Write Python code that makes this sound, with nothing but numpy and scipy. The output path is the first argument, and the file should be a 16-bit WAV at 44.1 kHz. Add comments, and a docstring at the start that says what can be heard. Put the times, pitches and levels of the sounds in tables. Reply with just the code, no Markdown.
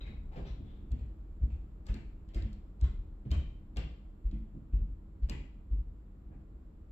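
"""Quiet room under a timber floor: someone stomps across overhead, about two steps a second.
Heel and sole swing the joists (decaying sines) and knock the boards (filtered noise bursts).
The ceiling joints creak and crack (stick-slip noise, snaps); soft scuffs come mostly before the stomping.
Noise reverberation follows the knocks, creaks and scuffs; a low rumble and a faint hum lie beneath."""
import sys
import numpy as np
from scipy import signal
from scipy.fft import rfft, irfft, next_fast_len
from scipy.io import wavfile
from scipy.ndimage import uniform_filter1d, map_coordinates

SR = 44100
rng = np.random.default_rng(int(sys.argv[2]) if len(sys.argv) > 2 else 0)


def persist_wave(psi):
    """Save psi, clipped to +-1, as 16-bit WAV."""
    counts = np.round(np.clip(psi, -1, 1) * 32767).astype(np.int16)
    wavfile.write(sys.argv[1], SR, np.atleast_2d(counts).T)


N = 305039

# footfalls: (heel landing [s], boom level [dB], pitch [Hz], swell [s], knock level [dB],
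#   knock muffled above [Hz], sole delay [s], sole boom re heel [dB], sole knock re heel [dB])
FOOTFALLS = [(0.143, -38, 54.2, 0.021, -62.5, 396, 0.075, -7, 0),
             (.409, -34, 52.3, 0.019, -60, 500, 0.082, -5.5, -3.5),
             (.904, -27, 57.7, .029, -45, 400, 0.096, -5.5, -14),
             (1.411, -22, 59.4, 0.028, -46.5, 710, 0.099, -9, -13.5),
             (1.884, -27, 49.8, 0.028, -43.5, 556, 0.051, -13, -6.5),
             (2.346, -27, 50.2, 0.027, -40.5, 612, .078, -4.5, -7),
             (2.814, -19.5, 61, 0.028, -44.5, 950, .11, -22, -22),
             (3.3, -23.5, 67.3, 0.027, -44, 855, 0.052, -0.5, -4.5),
             (3.754, -29.5, 55.3, 0.032, -46, 1310, 0.075, -8, -4.5),
             (4.242, -25, 45.8, 0.025, -56, 655, 0.076, -8, 11),
             (4.722, -21, 46.6, 0.034, -45.5, 814, .073, -7, -9.5),
             (5.22, -22.5, 48.3, 0.023, -55, 550, 0.063, -13.5, 10),
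             (5.702, -24.5, 53, .036, -52, 800, 0.063, -5.5, -10.5)]
# light bumps on the boards: (time [s], level [dB], contact [s], muffled above [Hz])
BOARD_BUMPS = [(.061, -52, 0.038, 1500), (.355, -45, 0.032, 1220), (.581, -48, 0.022, 440),
               (.8, -51.5, 0.015, 500), (3.25, -40.5, 0.012, 407), (4.532, -47, 0.018, 436),
               (6.28, -53, 0.027, 900)]
# ceiling joint cracks: (time [s], level [dB], centre [Hz],
#   opening snap before SNAP_TRIM_DB [dB], following slip re crack [dB])
JOINT_CRACKS = [(.917, -65.5, 3000, 0.5, -18), (.99, -72, 2600, -16, -1.5), (1.501, -70, 2800, -18.5, -4),
                (1.866, -61.5, 5400, -2.5, 3.5), (1.941, -58, 2850, -1.5, -8.5),
                (2.288, -72, 3100, -4.5, -8), (2.345, -56.5, 4900, -4.5, -2), (2.422, -63, 3350, 1.5, -8),
                (2.529, -70.5, 4500, 3, -24.5), (2.811, -63.5, 4000, 2, -22),
                (2.84, -58.5, 3750, -9, -15.5), (3.314, -49.5, 3200, -2.5, -9.5),
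                (3.769, -48, 2970, -1.5, -13), (4.312, -71.5, 3110, -2.5, -1.5), (5.228, -73, 3760, -8, -7),
                (5.296, -49.5, 2770, 3, -5.5)]
# scuffs and squeaks: (time [s], level [dB], swell [s], resonance [Hz], its width [Hz], its height [dB])
SCUFF_EVENTS = [(.006, -57.5, 0.0048, 3840, 180, 23), (.035, -66, .018, 2220, 219, 26.5),
                (.062, -61, 0.0073, 2280, 395, 3), (.313, -60.5, .02, 800, 110, 13.5),
                (.355, -52, .01, 387, 130, 17), (.445, -62, 0.014, 3780, 900, 13),
                (0.465, -63, 0.0061, 5630, 550, 17.5), (.63, -71, 0.045, 3480, 553, 11),
                (3.248, -71, 0.013, 3550, 1220, -15), (6.305, -71, 0.014, 1000, 1600, 23)]
# floorboard modes: (frequency [Hz], width [Hz], level [dB])
BOARD_MODES = [(87.6, 20, 3.5), (134.3, 20, 4), (159.3, 9.9, 5.5), (202.7, 7.8, 3.5), (217.3, 14, 0.5),
               (275.3, 38, -5.5), (328, 16, -9.5), (353.6, 19, -14.5), (428, 18, -16), (600, 240, -24)]
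# relative spectra of joist ring, board noise, joint slip, joint snap, rubbing sole and room air:
#   (frequency [Hz], level [dB])
JOIST_SPECTRUM = [(12, -21), (28, -3), (38, 2), (60, -3.5), (72, -5), (90, -10.5), (150, -24), (400, -88)]
BOARD_SPECTRUM = [(50, -37.5), (110, -7.5), (250, -14.5), (450, -26.5), (800, -29.5), (1400, -26.5),
                  (2500, -63), (6000, -84)]
JOINT_SPECTRUM = [(100, -19.5), (400, 13), (900, 3), (1550, -1), (2100, 1), (3100, -4), (4400, -7.5),
                  (5100, -14), (6500, -15.5), (7800, -18.5), (10000, -25.5), (15000, -29)]
SNAP_SPECTRUM = [(300, -22.5), (1500, -9.5), (3000, -6), (4500, 7.5), (6000, -9), (7800, -6), (10000, -16),
                 (15000, -22.5)]
SOLE_SPECTRUM = [(100, -7.5), (400, 6), (850, 5.5), (1200, -2), (2300, 0.5), (4000, -8.5), (4800, -13.5),
                 (5700, -22), (6400, -22.5), (9000, -37), (15000, -29)]
AIR_SPECTRUM = [(12, -20.5), (24, -7), (40, 1.5), (60, -1), (110, -15.5), (260, -20), (450, -29.5),
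                (750, -38), (1300, -41.5), (1600, -47.5), (2500, -53.5), (4200, -60), (5000, -63.5),
                (6500, -68), (9500, -65.5), (15000, -68.5)]
# background as the house settles down: (time [s], level re AIR_DB [dB])
HOUSE_BUSTLE = [(0, 3), (1.6, 1.5), (3, 1), (5, 0), (6.9, 0)]
# hum partials: (frequency [Hz], level [dB])
HUM_PARTIALS = [(161.5, -72.5), (199.2, -68.5), (319, -71.5)]
# reverberation time: (frequency [Hz], t60 [s])
ROOM_T60 = [(100, 0.56), (500, 0.53), (1400, 0.5), (3000, 0.57), (7000, 0.46), (12000, 0.27)]
# left-right likeness of diffuse sound: (frequency [Hz], correlation [-])
STEREO_LIKENESS = [(60, 0.99), (150, 0.97), (350, 0.78), (700, 0.21), (1400, 0.01), (5000, 0)]
# microphone port response: (frequency [Hz], gain [dB])
MIC_RESPONSE = [(6700, 1), (7200, 8), (7550, 12.5), (7850, 1.5), (8200, -8.5), (9000, -8.5), (10500, -3.5),
                (11500, 2)]

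LENGTH = SR * 3 // 5  # samples in one sound
T = np.arange(LENGTH) / SR  # s since an event
RIGHT_LAG = 14  # samples by which direct sound reaches the right port later
TOP_HZ = 15550

SOLE_SWELL_S, SOLE_PITCH_RATIO = 0.031, 1.03  # pitch re heel
# joists swing back as the weight lifts; level re heel
REBOUND_S, REBOUND_DB, REBOUND_HZ, REBOUND_SWELL_S = 0.155, -14.5, 45.2, 0.03
OVERTONE_RATIO, OVERTONE_DB, HARDEN = 1.855, -3.0, 0.63  # HARDEN: overtone dB per dB of knock re boom
RUMBLE_DB, RUMBLE_T60_S, RUMBLE_RISE_S = -15.02, 0.94, 0.023  # level re boom, before decay
SHUFFLE_END_S, SHUFFLE_FADE_S, SHUFFLE_DB = 0.865, 0.12, -47.5
KNOCK_LAG_S, CONTACT_S = 0.005, 0.017  # boards sound just after the heel lands
CREAK_DB, CREAK_HZ, CREAK_S, CREAK_RING_DB = -51.5, 2700, 0.02, 5  # level re the step's boom
STRAIN_S, STRAIN_DB, STRAIN_HZ, STRAIN_RING_DB = 0.009, -10, 4200, 8  # lead and level re the crack
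CRACK_S, CRACK_RING_DB = 0.0032, 9
SNAP_S, SNAP_TRIM_DB = 0.0012, -2.0
SLIP_AFTER_S, SLIP_S, SLIP_HZ, SLIP_RING_DB = 0.018, 0.0072, 2190, 9.5
AIR_DB, HUM_WAVER = -50.5, 0.22  # waver of phase [rad] and relative amplitude


def loads():
    """Heel, sole and rebound: (time [s], level [dB], pitch [Hz], swell [s], overtone re boom [dB])."""
    for s, db, hz, rise_s, knock_db, _, sole_s, sole_db, _ in FOOTFALLS:
        # a hard landing (loud knock re boom) wakes the second mode
        overtone_db = OVERTONE_DB + HARDEN * (knock_db - db)
        yield s, db, hz, rise_s, overtone_db
        yield s + sole_s, db + sole_db, hz * SOLE_PITCH_RATIO, SOLE_SWELL_S, overtone_db
        yield s + REBOUND_S, db + REBOUND_DB, REBOUND_HZ, REBOUND_SWELL_S, overtone_db


def thuds():
    """Each load swings two joist modes for a few cycles; the building rumbles on."""
    out = np.zeros((2, N))
    for s, db, hz, rise_s, overtone_db in loads():
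        first_mode = np.sin(2 * np.pi * hz * T)
        second_mode = amp(overtone_db) * np.sin(2 * np.pi * (OVERTONE_RATIO * hz * T + rng.random()))
        boom = amp(db) * swell(rise_s, sharp=2) * (second_mode - first_mode)
        boom *= 1 / (1 + (T / (2.02 * rise_s)) ** 6)  # the foot damps the swing
        rumble = joist_noise(LENGTH) * amp(db + RUMBLE_DB - 60 * T / RUMBLE_T60_S)
        rumble *= 1 - np.exp(-(T / RUMBLE_RISE_S) ** 2)
        add(out, s, boom + rumble)
    return out


def shuffle():
    """Shifting weight keeps the joists rumbling until the stomping starts."""
    fade = np.clip((SHUFFLE_END_S - np.arange(N) / SR) / SHUFFLE_FADE_S, 0, 1)
    return amp(SHUFFLE_DB) * fade * joist_noise(N)


def joist_noise(count):
    """Noise with the joists' spectrum, rms 1."""
    return unit(filtered(rng.standard_normal(count), lambda f: amp(along(JOIST_SPECTRUM, f))))


def blows():
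    """Heel, sole and bumps on the boards: (time [s], level [dB], contact [s], muffled above [Hz])."""
    for s, _, _, _, db, soft_hz, sole_s, _, sole_db in FOOTFALLS:
        yield s + KNOCK_LAG_S, db, CONTACT_S, soft_hz
        yield s + sole_s, db + sole_db, CONTACT_S, soft_hz
    yield from BOARD_BUMPS


def board_gain(f):
    """Board response: broad noise floor plus modal peaks."""
    modes = sum(amp(db) * resonance(f, hz, width_hz) for hz, width_hz, db in BOARD_MODES)
    return amp(along(BOARD_SPECTRUM, f)) + modes


def knocks():
    """Short uneven blows ring the boards; each is muffled above the frequency given for it."""
    out = np.zeros((2, N))
    for s, db, contact_s, muffle_hz in blows():
        force = stick_slip(spiky=0.67) * swell(contact_s, sharp=1.5)
        colour = lambda f: 20 * np.log10(board_gain(f) / (1 + (f / muffle_hz) ** 3))
        heard = coloured(in_room(force, direct_db=2.5), colour)
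        add(out, s, at_level(heard, db))
    return balanced(out, left_db=-1.4)


def cracks():
    """Steps creak faintly; at times a joint strains, lets go with a snap and slips on, duller."""
    out = np.zeros((2, N))
    for s, db, *_ in FOOTFALLS:
        add(out, s, at_level(creak(CREAK_S, CREAK_HZ, CREAK_RING_DB), db + CREAK_DB))
    for s, db, hz, snap_db, slip_db in JOINT_CRACKS:
        strain = creak(CRACK_S, STRAIN_HZ, STRAIN_RING_DB)
        release = creak(CRACK_S, hz, CRACK_RING_DB) + amp(snap_db + SNAP_TRIM_DB) * snap(SNAP_S)
        slip = creak(SLIP_S, SLIP_HZ, SLIP_RING_DB)
        add(out, s - STRAIN_S, at_level(strain, db + STRAIN_DB))
        add(out, s, at_level(release, db))
        add(out, s + SLIP_AFTER_S, at_level(slip, db + slip_db))
    return balanced(out, left_db=3)


def creak(length_s, hz, ring_db):
    """A joint slips, most at half of length_s, and rings around one pitch."""
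    slips = unit(stick_slip(spiky=0.46) * swell(length_s / 2, sharp=0.9))
    ring = lambda f: ring_db / (1 + (np.log2((f + 1) / hz) / 0.3) ** 2)
    return coloured(in_room(slips, direct_db=-7.5), lambda f: along(JOINT_SPECTRUM, f) + ring(f))


def snap(rise_s):
    """A joint lets go: bright, dry noise tick."""
    burst = unit(rng.standard_normal(LENGTH) * swell(rise_s, sharp=0.8))
    return coloured(direct_pair(burst), lambda f: along(SNAP_SPECTRUM, f))


def scuffs():
    """Rubbing swells gently; where it catches on one resonance it squeaks."""
    out = np.zeros((2, N))
    for s, db, rise_s, hz, width_hz, ring_db in SCUFF_EVENTS:
        rub = stick_slip(spiky=0.39) * swell(rise_s, sharp=0.87)
        squeak = lambda f: 20 * np.log10(1 + amp(ring_db) * resonance(f, hz, width_hz))
        heard = coloured(in_room(rub, direct_db=-3.5), lambda f: along(SOLE_SPECTRUM, f) + squeak(f))
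        add(out, s, at_level(heard, db))
    return balanced(out, left_db=4.5)


def room_tone():
    """Low building rumble (diffuse noise) and an appliance's slightly unsteady hum (wavering sines)."""
    t = np.arange(N) / SR
    air = unit(filtered(diffuse(N), lambda f: amp(along(AIR_SPECTRUM, f))))
    out = air * amp(AIR_DB + np.interp(t, *np.transpose(HOUSE_BUSTLE)))
    drift = lambda: map_coordinates(rng.standard_normal(60), [t * 5])  # 5 random points per s
    for hz, db in HUM_PARTIALS:
        tone = np.sin(2 * np.pi * hz * t + HUM_WAVER * drift())
        out += amp(db) * unit(tone * (1 + HUM_WAVER * drift()))
    return out


def in_room(force, direct_db):
    """Direct sound plus the room's answer."""
    reverb = signal.fftconvolve(force[None], room_tail(), axes=1)[:, :LENGTH]
    return amp(direct_db) * direct_pair(force) + reverb


def direct_pair(x):
    """Direct sound reaches the left microphone port first."""
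    return np.array([x, np.roll(x, RIGHT_LAG)])


def room_tail():
    """Fresh stereo reverberation: noise decaying per frequency, left energy 1."""
    hz, t, z = signal.stft(diffuse(LENGTH), SR, nperseg=256)
    decay = amp(-60 * t / along(ROOM_T60, hz)[:, None])
    tail = signal.istft(z * decay, SR, nperseg=256)[1][:, :LENGTH]
    tail *= 1 - np.exp(-T / 0.00062)
    return tail / np.linalg.norm(tail[0])


def diffuse(count):
    """Stereo white noise, alike in the bass and unrelated in the treble."""
    turn = lambda hz: np.arccos(np.clip(along(STEREO_LIKENESS, hz), -1, 0.998)) / 2
    mid_side_gain = lambda hz: np.array([np.cos(turn(hz)), np.sin(turn(hz))])
    mid, side = filtered(rng.standard_normal((2, count)), mid_side_gain)
    return np.array([mid + side, mid - side])


def stick_slip(spiky):
    """Dense tiny clicks: noise whose size jumps every 30 samples."""
    size = np.repeat(rng.standard_normal(LENGTH // 30), 30)
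    return rng.standard_normal(LENGTH) * np.exp(spiky * size)


def swell(rise_s, sharp):
    """Envelope that peaks at 1 after rise_s."""
    u = T / max(rise_s, 0.0005)
    return (u * np.exp(1 - u)) ** sharp


def resonance(f, hz, width_hz):
    """Bell-shaped peak of one mode."""
    return 1 / (1 + ((f - hz) * 2 / width_hz) ** 2)


def amp(db):
    """Decibels to gain."""
    return 10 ** (np.asarray(db) / 20)


def unit(x):
    """Scale to rms 1."""
    return x / np.sqrt(np.mean(x ** 2) + 1e-30)


def at_level(x, db):
    """Scale so that the loudest 30 ms have this rms level."""
    power = uniform_filter1d(np.mean(x ** 2, 0), size=1323)
    return x * amp(db) / np.sqrt(power.max())


def balanced(x, left_db):
    """Make left louder than right by left_db."""
    return x * amp([[left_db / 2], [-left_db / 2]])


def add(track, s, sound):
    """Mix a sound in at time s."""
    start = max(round(s * SR), 0)
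    part = track[..., start:start + sound.shape[-1]]
    part += sound[..., :part.shape[-1]]


def along(points, hz):
    """(frequency [Hz], value) points read on a log axis."""
    f, v = np.transpose(points)
    return np.interp(np.log(hz + 1), np.log(f + 1), v)


def filtered(x, response):
    """Zero-phase filter with gain response(Hz)."""
    n = x.shape[-1]
    m = next_fast_len(n + n // 10)
    return irfft(rfft(x, m) * response(np.fft.rfftfreq(m, 1 / SR)), m)[..., :n]


def coloured(x, level_db):
    """Causal minimum-phase filter with gain level_db(Hz), by folding the cepstrum."""
    size = 8192
    cepstrum = irfft(np.log(amp(level_db(np.fft.rfftfreq(size, 1 / SR))) + 1e-6))
    cepstrum[1:size // 2] *= 2
    cepstrum[size // 2 + 1:] = 0
    kernel = irfft(np.exp(rfft(cepstrum)))
    return signal.fftconvolve(x, kernel[None], axes=1)[:, :x.shape[1]]


def scene():
    """Footfalls, the ceiling's answer and the quiet room."""
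    joists = balanced(thuds() + shuffle(), left_db=0.8)
    return joists + knocks() + cracks() + scuffs() + room_tone()


def record(dry):
    """The microphone port has a treble peak and notch; nothing passes above TOP_HZ."""
    ported = coloured(dry, lambda f: along(MIC_RESPONSE, f))
    return filtered(ported, lambda f: f < TOP_HZ)


dry = scene()
out = record(dry)
persist_wave(out)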